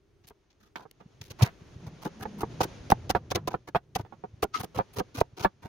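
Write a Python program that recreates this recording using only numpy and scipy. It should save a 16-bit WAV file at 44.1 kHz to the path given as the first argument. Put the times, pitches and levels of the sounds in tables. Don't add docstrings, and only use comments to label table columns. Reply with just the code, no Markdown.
import sys
import numpy as np
from scipy import signal
from scipy.fft import rfft, irfft
from scipy.io import wavfile

SR = 44100
rng = np.random.default_rng(int(sys.argv[2]) if len(sys.argv) > 2 else 0)


def put_to_file(sound):
    columns = np.atleast_2d(sound).T
    safe = np.clip(columns, -1, 1)
    whole_steps = np.round(safe * 32767)
    wavfile.write(sys.argv[1], SR, whole_steps.astype(np.int16))


N = 250488
TIME = np.arange(N) / SR

# frequency in Hz, relative level in dB.
KITCHEN_SPECTRUM = [(20, 10), (50, 18), (110, 16), (220, 0.5), (400, 15.5), (600, -30), (1500, -65),
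                    (3000, -114), (8000, -25.5), (16000, -32)]
# frequency in Hz, relative level in dB.
HISS_SPECTRUM = [(200, 14.5), (450, 12.5), (900, 5.5), (1600, 2.5), (3000, -0.5), (5000, -4.5),
                 (6700, -3.5), (7400, -25.5), (10000, -19.5), (12000, -31.5), (16000, -36.5)]
# time in seconds, level in dB before a fixed gain.
HISS_LEVEL = [(0.0, -84), (0.88, -81), (1.36, -70), (1.52, -70), (1.93, -65), (2.17, -65), (2.75, -60),
              (3.04, -65), (3.15, -73), (3.59, -76), (3.7, -82), (3.97, -81), (4.1, -76), (4.52, -77),
              (4.78, -71), (5.08, -71), (5.44, -79), (5.68, -78)]
# time in seconds, level in dB, centre in Hz before the waver.
RUMBLE = [(0, -82, 100), (.9, -78, 110), (1.25, -61, 118), (1.65, -61, 122), (1.88, -45, 130),
          (2.05, -60, 150), (2.27, -46, 232), (2.55, -43, 142), (2.78, -50, 122), (3.08, -42, 102),
          (3.22, -48, 100), (3.45, -46, 130), (3.64, -63, 115), (4.05, -58.5, 110), (5.68, -66, 110)]
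# start in seconds, length in seconds, crackle level in dB,
# build-up from start to end in dB, board body and fizz in dB relative to the crackle,
# rocking of the board in dB.
CUTS = [(0.236, .025, -67, 0, -3, -25, -51), (0.269, .033, -59, -2, -8, 0, -65),
        (0.5, .03, -70, 0, -10, -22, -70), (0.599, .095, -72, 0, 6, -10, -70),
        (0.759, .003, -45, 0, 9, -18, -70), (0.764, .09, -67, -9, 14, -11, -56),
        (0.911, .003, -52, 0, -7, -3, -70), (0.997, .031, -75, 0, 19, -16, -65),
        (1.212, .007, -43, 0, -8, -13, -36), (1.222, .07, -61, 0, -12, -7, -52),
        (1.299, .023, -48, 0, -1, -9, -37), (1.385, .031, -53, 8, 10, -11, -50),
        (1.418, .022, -29.5, 0, -2, -9.5, -50), (1.446, .032, -47, -3, 4, -8, -50),
        (1.862, .027, -60, 0, 9, -8, -34), (2.017, .064, -52.5, 2, 8, -6, -50),
        (2.192, .045, -52, 19, 10, -3, -35), (2.377, .045, -50, 21, 9, -2, -50),
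        (2.603, .017, -33, -6, 2, -11, -30), (2.626, .022, -37, 3, 3, -5, -45),
        (2.901, .0033, -28, 0, 7, -8, -50), (2.906, .015, -37.5, 0, -6, -3, -50),
        (3.092, .02, -31.5, 11, 1, -8, -29), (3.302, .019, -36, 12, 1, -10.5, -29),
        (3.348, .015, -30, -3, 3, -10, -25), (3.472, .013, -38, -6, 7, -7, -50),
        (3.501, .04, -57, 6, 14, -15, -48), (3.672, .025, -55, 0, 12, -9, -44),
        (3.949, .016, -35, 8, -5, -8, -36), (3.98, .039, -58, 0, 1, -9, -27),
        (4.422, .02, -37, 2, 0, -3, -36), (4.55, .045, -56, 0, 10, -7, -60),
        (4.594, .022, -45.5, 0, 8, -1, -31), (4.628, .024, -48, 0, 3, -2, -40),
        (4.744, .049, -50, 12, 13, -6, -29), (4.93, .019, -61, 0, 1, 2, -60),
        (4.957, .047, -43, 10, 10, -6, -28), (5.143, .079, -44, 8, 4, -7, -28),
        (5.366, .083, -45.5, 15, 5, -10, -34), (5.62, .06, -63.5, 0, 15, -8, -35)]
# frequency in Hz, relative level in dB.
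CRACKLE_SPECTRUM = [(900, -16), (1800, 3.5), (2500, 8.5), (4200, 7), (6500, 6.5), (7300, -6), (9000, -27.5)]
# frequency in Hz, relative level in dB.
FIZZ_SPECTRUM = [(5500, -13), (7200, -9.5), (8200, 5.5), (10000, 11.5), (12500, 11), (15500, 9.5),
                 (17000, -7.5)]
# time of the peak in seconds, level in dB, frequency in Hz.
THUDS = [(1.062, -40, 157), (1.4315, -7, 118), (1.62, -39, 140), (1.765, -33, 115), (2.063, -24, 174),
         (2.81, -37, 70), (2.924, -19, 195), (4.04, -40, 97), (4.34, -39.5, 97), (5.335, -44, 110)]
# start in seconds, nominal level in dB over 10 ms,
# nominal ring (time to fall 60 dB) in seconds, centre of tone in Hz, nominal clack in dB
# relative to the tone, left minus right in dB.
KNOCKS = [(0.306, -50.5, .042, 450, -10, 0), (0.757, -44, .054, 855, 9, -5),
          (0.796, -47, .11, 700, -12, -4), (0.853, -47, .06, 460, -19, -5),
          (1.004, -48, .077, 580, -10, -11), (1.409, -35, .04, 735, 0, -18),
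          (1.439, -39.5, .059, 630, 6, -7), (1.466, -41, .12, 630, 2, -2), (2.057, -29, .066, 480, -16, 1),
          (2.254, -32, .043, 540, -14, -2), (2.432, -24.5, .043, 457, -22, -2),
          (2.606, -20, .043, 730, -30, 0), (2.65, -33, .026, 400, -21, -2),
          (2.9193, -11.5, .014, 620, -15, -5), (2.924, -21, .018, 400, -20, -2),
          (3.1, -24.5, .035, 770, -18, -8), (3.1494, -20.5, .026, 685, -9.5, -4),
          (3.158, -24.5, .05, 670, -10, 0), (3.317, -28, .022, 700, -14, -7),
          (3.365, -28.5, .066, 470, -13, -2), (3.476, -26, .036, 780, -20, -6),
          (3.541, -25, .044, 530, -13.5, -3), (3.748, -24.5, .022, 650, -8, 0),
          (3.7557, -19.5, .04, 770, -9, -2), (3.958, -25, .044, 820, -17, -3.5),
          (3.996, -36, .058, 400, -13, 2), (4.05, -50, .07, 480, -7, -4), (4.124, -43, .07, 620, -13, -11),
          (4.238, -34, .053, 606, -21, -3), (4.428, -22, .037, 1000, -12, -2.5),
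          (4.4435, -28, .034, 560, -20, -4), (4.635, -35, .072, 470, -25, -3.5),
          (4.789, -23, .02, 700, -20, -11), (4.7985, -25, .047, 620, -15, 0),
          (5.002, -26, .045, 510, -21, -1), (5.18, -37, .043, 700, -12, -7),
          (5.213, -16.5, .012, 800, -19, -1), (5.4465, -19.5, .015, 730, -8.5, -1),
          (5.451, -17, .043, 680, -11, -6), (5.653, -46.5, .065, 608, -22, -12)]
# frequency in Hz, relative level in dB.
BOARD_MODES = [(135, -11.5), (200, 3), (312, -3), (415, 3.5), (510, -2.5), (620, -21), (716, 4.5),
               (790, -1), (905, 0.5), (1040, -9), (1230, -7.5), (1520, -4.5), (1700, -10.5), (1930, -10.5),
               (2250, -10.5), (2680, -23), (3080, -25), (3610, -37), (4040, -26.5)]
# frequency in Hz, relative level in dB.
WOOD_SPECTRUM = [(60, -35.5), (150, 5.5), (400, -6), (800, -7), (1300, -6), (2000, -16.5), (4300, -25.5),
                 (5200, -35), (8000, -45.5), (16000, -40.5)]
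# frequency in Hz, width in Hz, relative level in dB.
BLADE_RESONANCES = [(1269, 38, 21), (1530, 34, -3), (1750, 45, -11), (1950, 49, 0), (2110, 49, -1.5),
                    (2775, 83, -43), (4010, 253, -16.5)]

LAYER_S, LULL_SHARE, LULL_DB, BITE_S = .029, .27, -13, .006
ROCK_SHARE, ROCK_HZ = .55, 108
ROCK_CYCLES, ROCK_CYCLES_PER_DB = .78, .008
BASS_DB, MIDDLE_HZ, BASS_DB_PER_OCTAVE = -7, 600, -3
SCRAPE_S, SCRAPE_DB, SCRAPE_RISE_DB_PER_S, SCRAPE_FALL_DB_PER_S = 4.549, -23.5, 2300, 600
TOP_HZ = 16000


def undb(db):
    return 10 ** (np.asarray(db) / 20)


def curve(rows):
    s, *columns = np.transpose(rows)
    return [np.interp(TIME, s, c) for c in columns]


def level(x, db, seconds):
    energy_s = np.mean(np.sum(x ** 2, axis=-1)) / (seconds * SR)
    return x * undb(db) / np.sqrt(energy_s + 1e-20)


def through(x, response):
    return signal.fftconvolve(np.atleast_2d(x), np.atleast_2d(response), axes=-1)[:, :x.shape[-1]]


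def colour(x, points):
    hz, db = np.transpose(points)
    grid = np.fft.rfftfreq(2048, 1 / SR)
    gain_db = np.interp(np.log(grid + 1), np.log(hz), db)
    cepstrum = irfft(np.log(undb(gain_db)))
    half = len(cepstrum) // 2
    folded = np.r_[cepstrum[0], 2 * cepstrum[1:half], np.zeros(half)]
    return through(x, irfft(np.exp(rfft(folded))))


def band(x, kind, hz, order=3):
    return signal.sosfilt(signal.butter(order, hz, kind, fs=SR, output="sos"), x)


def pair(size, apart):
    shared = rng.standard_normal(size)
    return (shared + apart * rng.standard_normal((2, size))) / np.hypot(1, apart)


def walk(rate, t=TIME):
    knots = rng.standard_normal(int(t[-1] * rate) + 2)
    return np.interp(t * rate, np.arange(len(knots)), knots)


def add(out, s, sound, pan_db=0):
    start = max(int(s * SR), 0)
    lean = undb(np.array([[pan_db], [-pan_db]]) / 2)
    lean = lean / np.sqrt(np.mean(lean ** 2))
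    out[:, start:start + sound.shape[-1]] += (sound * lean)[:, :max(N - start, 0)]


def background(kitchen_db=-66, hiss_gain_db=10.2):
    kitchen = level(colour(pair(N, 0.54), KITCHEN_SPECTRUM), kitchen_db, N / SR)
    kitchen = kitchen * undb(4.5 * walk(4))
    hiss = level(colour(pair(N, 1.0), HISS_SPECTRUM), hiss_gain_db, N / SR)
    hiss = hiss * undb(curve(HISS_LEVEL)[0] + 1.2 * walk(31))
    return kitchen + hiss


def rumble(width_hz=32, skirt_db=-7, waver_octaves=0.11):
    db, hz = curve(RUMBLE)
    hz = hz * 2 ** (waver_octaves * walk(25))
    noise = rng.standard_normal(N) + 1j * rng.standard_normal(N)
    flutter = band(noise, "lowpass", width_hz, order=2)
    core = np.real(flutter * np.exp(2j * np.pi * np.cumsum(hz) / SR))
    skirt = band(pair(N, .12), "bandpass", [45, 350], order=2)
    return (level(core, 0, N / SR) + level(skirt, skirt_db, N / SR)) * undb(db)


def board(t, ring_s, longest_s=0.027, detune=.03, port_turn=0.74, dense_db=-6):
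    hz, db = np.transpose(BOARD_MODES)[:, :, None]
    hz = hz * (1 + detune * rng.standard_normal(hz.shape))
    size = undb(db + 4 * rng.standard_normal(hz.shape))
    turn = port_turn * np.minimum(hz / 800, 2) * rng.standard_normal((2,) + hz.shape)
    t60 = min(ring_s, longest_s) * (800 / hz) ** .25
    modes = np.sum(size * np.sin(2 * np.pi * hz * t + turn) * undb(-60 * t / t60), axis=1)
    dense = colour(pair(len(t), 1.58), WOOD_SPECTRUM) * undb(-60 * t / (ring_s * 1.22))
    contact = 1 - np.exp(-t / .0002)
    return (level(modes, 0, 1) + level(dense, dense_db, 0.45)) * contact


def cuts(cells_per_s=5000, spread_db=5.5, apart=2.54, swell=0.46, snap_s=0.0039,
         release_s=0.0034, body_ring_s=0.029):
    out, t = np.zeros((2, N)), np.arange(SR // 6) / SR
    for s, length, db, build_db, body_db, fizz_db, _ in CUTS:
        length = max(length, .002)
        rise_s = np.clip(swell * (length - snap_s), .0003, BITE_S)
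        fall_s = min(release_s, length / 3)
        push = np.minimum(t / rise_s, 1) * np.exp(-np.maximum(t - length * 0.9, 0) / fall_s)
        push = push * undb(build_db * np.minimum(t / length, 1))
        lull = t / LAYER_S % 1 > 1 - LULL_SHARE
        layers = undb(LULL_DB * lull + 2.7 * walk(450, t))
        burst_now = rng.random(len(t)) < cells_per_s / SR
        bursts = burst_now * undb(spread_db * np.minimum(rng.exponential(size=len(t)), 3))
        clicks = push * layers * (bursts + 0.74) * pair(len(t), apart)
        body = through(clicks.mean(axis=0), board(t, body_ring_s, dense_db=-1))
        body = band(body, "highpass", 200, order=2)
        add(out, s, level(colour(clicks, CRACKLE_SPECTRUM), db, length), pan_db=1.5)
        add(out, s, level(colour(clicks, FIZZ_SPECTRUM), db + fizz_db, length), pan_db=-2)
        add(out, s, level(body, db + body_db, length), pan_db=-1.5)
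    return out


def thuds(upper_ratio=1.65, upper_db=-15):
    out, t = np.zeros((2, N)), np.arange(-SR // 20, SR // 20) / SR
    pushes = [(s + ROCK_SHARE * length, rock_db, ROCK_HZ) for s, length, *_, rock_db in CUTS]
    for s, db, hz in list(THUDS) + pushes:
        half_s = max(ROCK_CYCLES + ROCK_CYCLES_PER_DB * db, .2) / hz
        rocking = np.cos(2 * np.pi * hz * t)
        bending = undb(upper_db) * np.sin(2 * np.pi * upper_ratio * hz * t)
        bell = np.exp(-(t / half_s) ** 2 / 2)
        add(out, s + t[0], undb(db) * (rocking + bending) * bell)
    return out


def knocks(bounce=.7, chatter=.25, focus_db=2.4, knock_db=.5):
    out, t = np.zeros((2, N)), np.arange(SR // 8) / SR
    for s, db, ring_s, hz, clack_db, pan_db in KNOCKS:
        taps = np.zeros(len(t))
        taps[0] = 1
        late = rng.uniform(.2, 1, size=3)
        places = (late * min(chatter * ring_s, .1) * SR).astype(int) + 1
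        taps[places] += bounce * (1.3 - late)
        wood = through(taps, board(t, ring_s))
        focus = [(hz * 2.0 ** octave, -2 * focus_db * abs(octave)) for octave in (-2, -1, 0, 1, 2)]
        tone = colour(band(wood, "bandpass", [260, 1500], order=2), focus)
        bass = band(band(wood.mean(axis=0), "lowpass", 220), "highpass", 90, order=1)
        bass_db = BASS_DB + BASS_DB_PER_OCTAVE * np.log2(hz / MIDDLE_HZ)
        clack = band(wood, "highpass", 1500, order=4)
        sound = level(tone, knock_db, 1) + level(bass, bass_db, 1) + level(clack, clack_db, 0.56)
        add(out, s, sound * undb(db) / 10, pan_db)
    return out


def scrape(slips_per_s=2500, grit_db=-3, grit_top_db=-41):
    rise_db = (SCRAPE_S - TIME) * SCRAPE_RISE_DB_PER_S
    fall_db = (TIME - SCRAPE_S) * SCRAPE_FALL_DB_PER_S
    db = np.maximum(SCRAPE_DB - np.maximum(rise_db, fall_db), -160)
    slips = (rng.random(N) < slips_per_s / SR) * pair(N, 1.66)
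    steel = np.zeros((2, N))
    for hz, width_hz, size_db in BLADE_RESONANCES:
        resonance = signal.iirpeak(hz, hz / width_hz, fs=SR)
        steel += undb(size_db) * signal.lfilter(*resonance, slips)
    steel = level(band(steel, "highpass", 670), 0, N / SR) * undb(db)
    grit = level(colour(slips, CRACKLE_SPECTRUM), grit_db, N / SR)
    return steel + grit * undb(np.minimum(db, grit_top_db))


def room(x, t60_s=0.097, wet_db=-36):
    t = np.arange(SR // 2) / SR
    tail = band(pair(len(t), 1.0), "lowpass", 2000, order=2)
    tail = tail * undb(-60 * t / t60_s) * (1 - np.exp(-t / 0.0027))
    return through(band(x, "highpass", 200, order=2), level(tail, wet_db, 1 / SR))


def scene():
    work = knocks() + cuts() + thuds() + scrape()
    return work + room(work) + rumble() + background()


def record(dry):
    x = band(dry, "highpass", 26, order=1)
    x = x / (1 + x ** 8) ** (1 / 8)
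    return signal.sosfilt(signal.ellip(8, .2, 70, TOP_HZ, fs=SR, output="sos"), x)


dry = scene()
out = record(dry)
put_to_file(out)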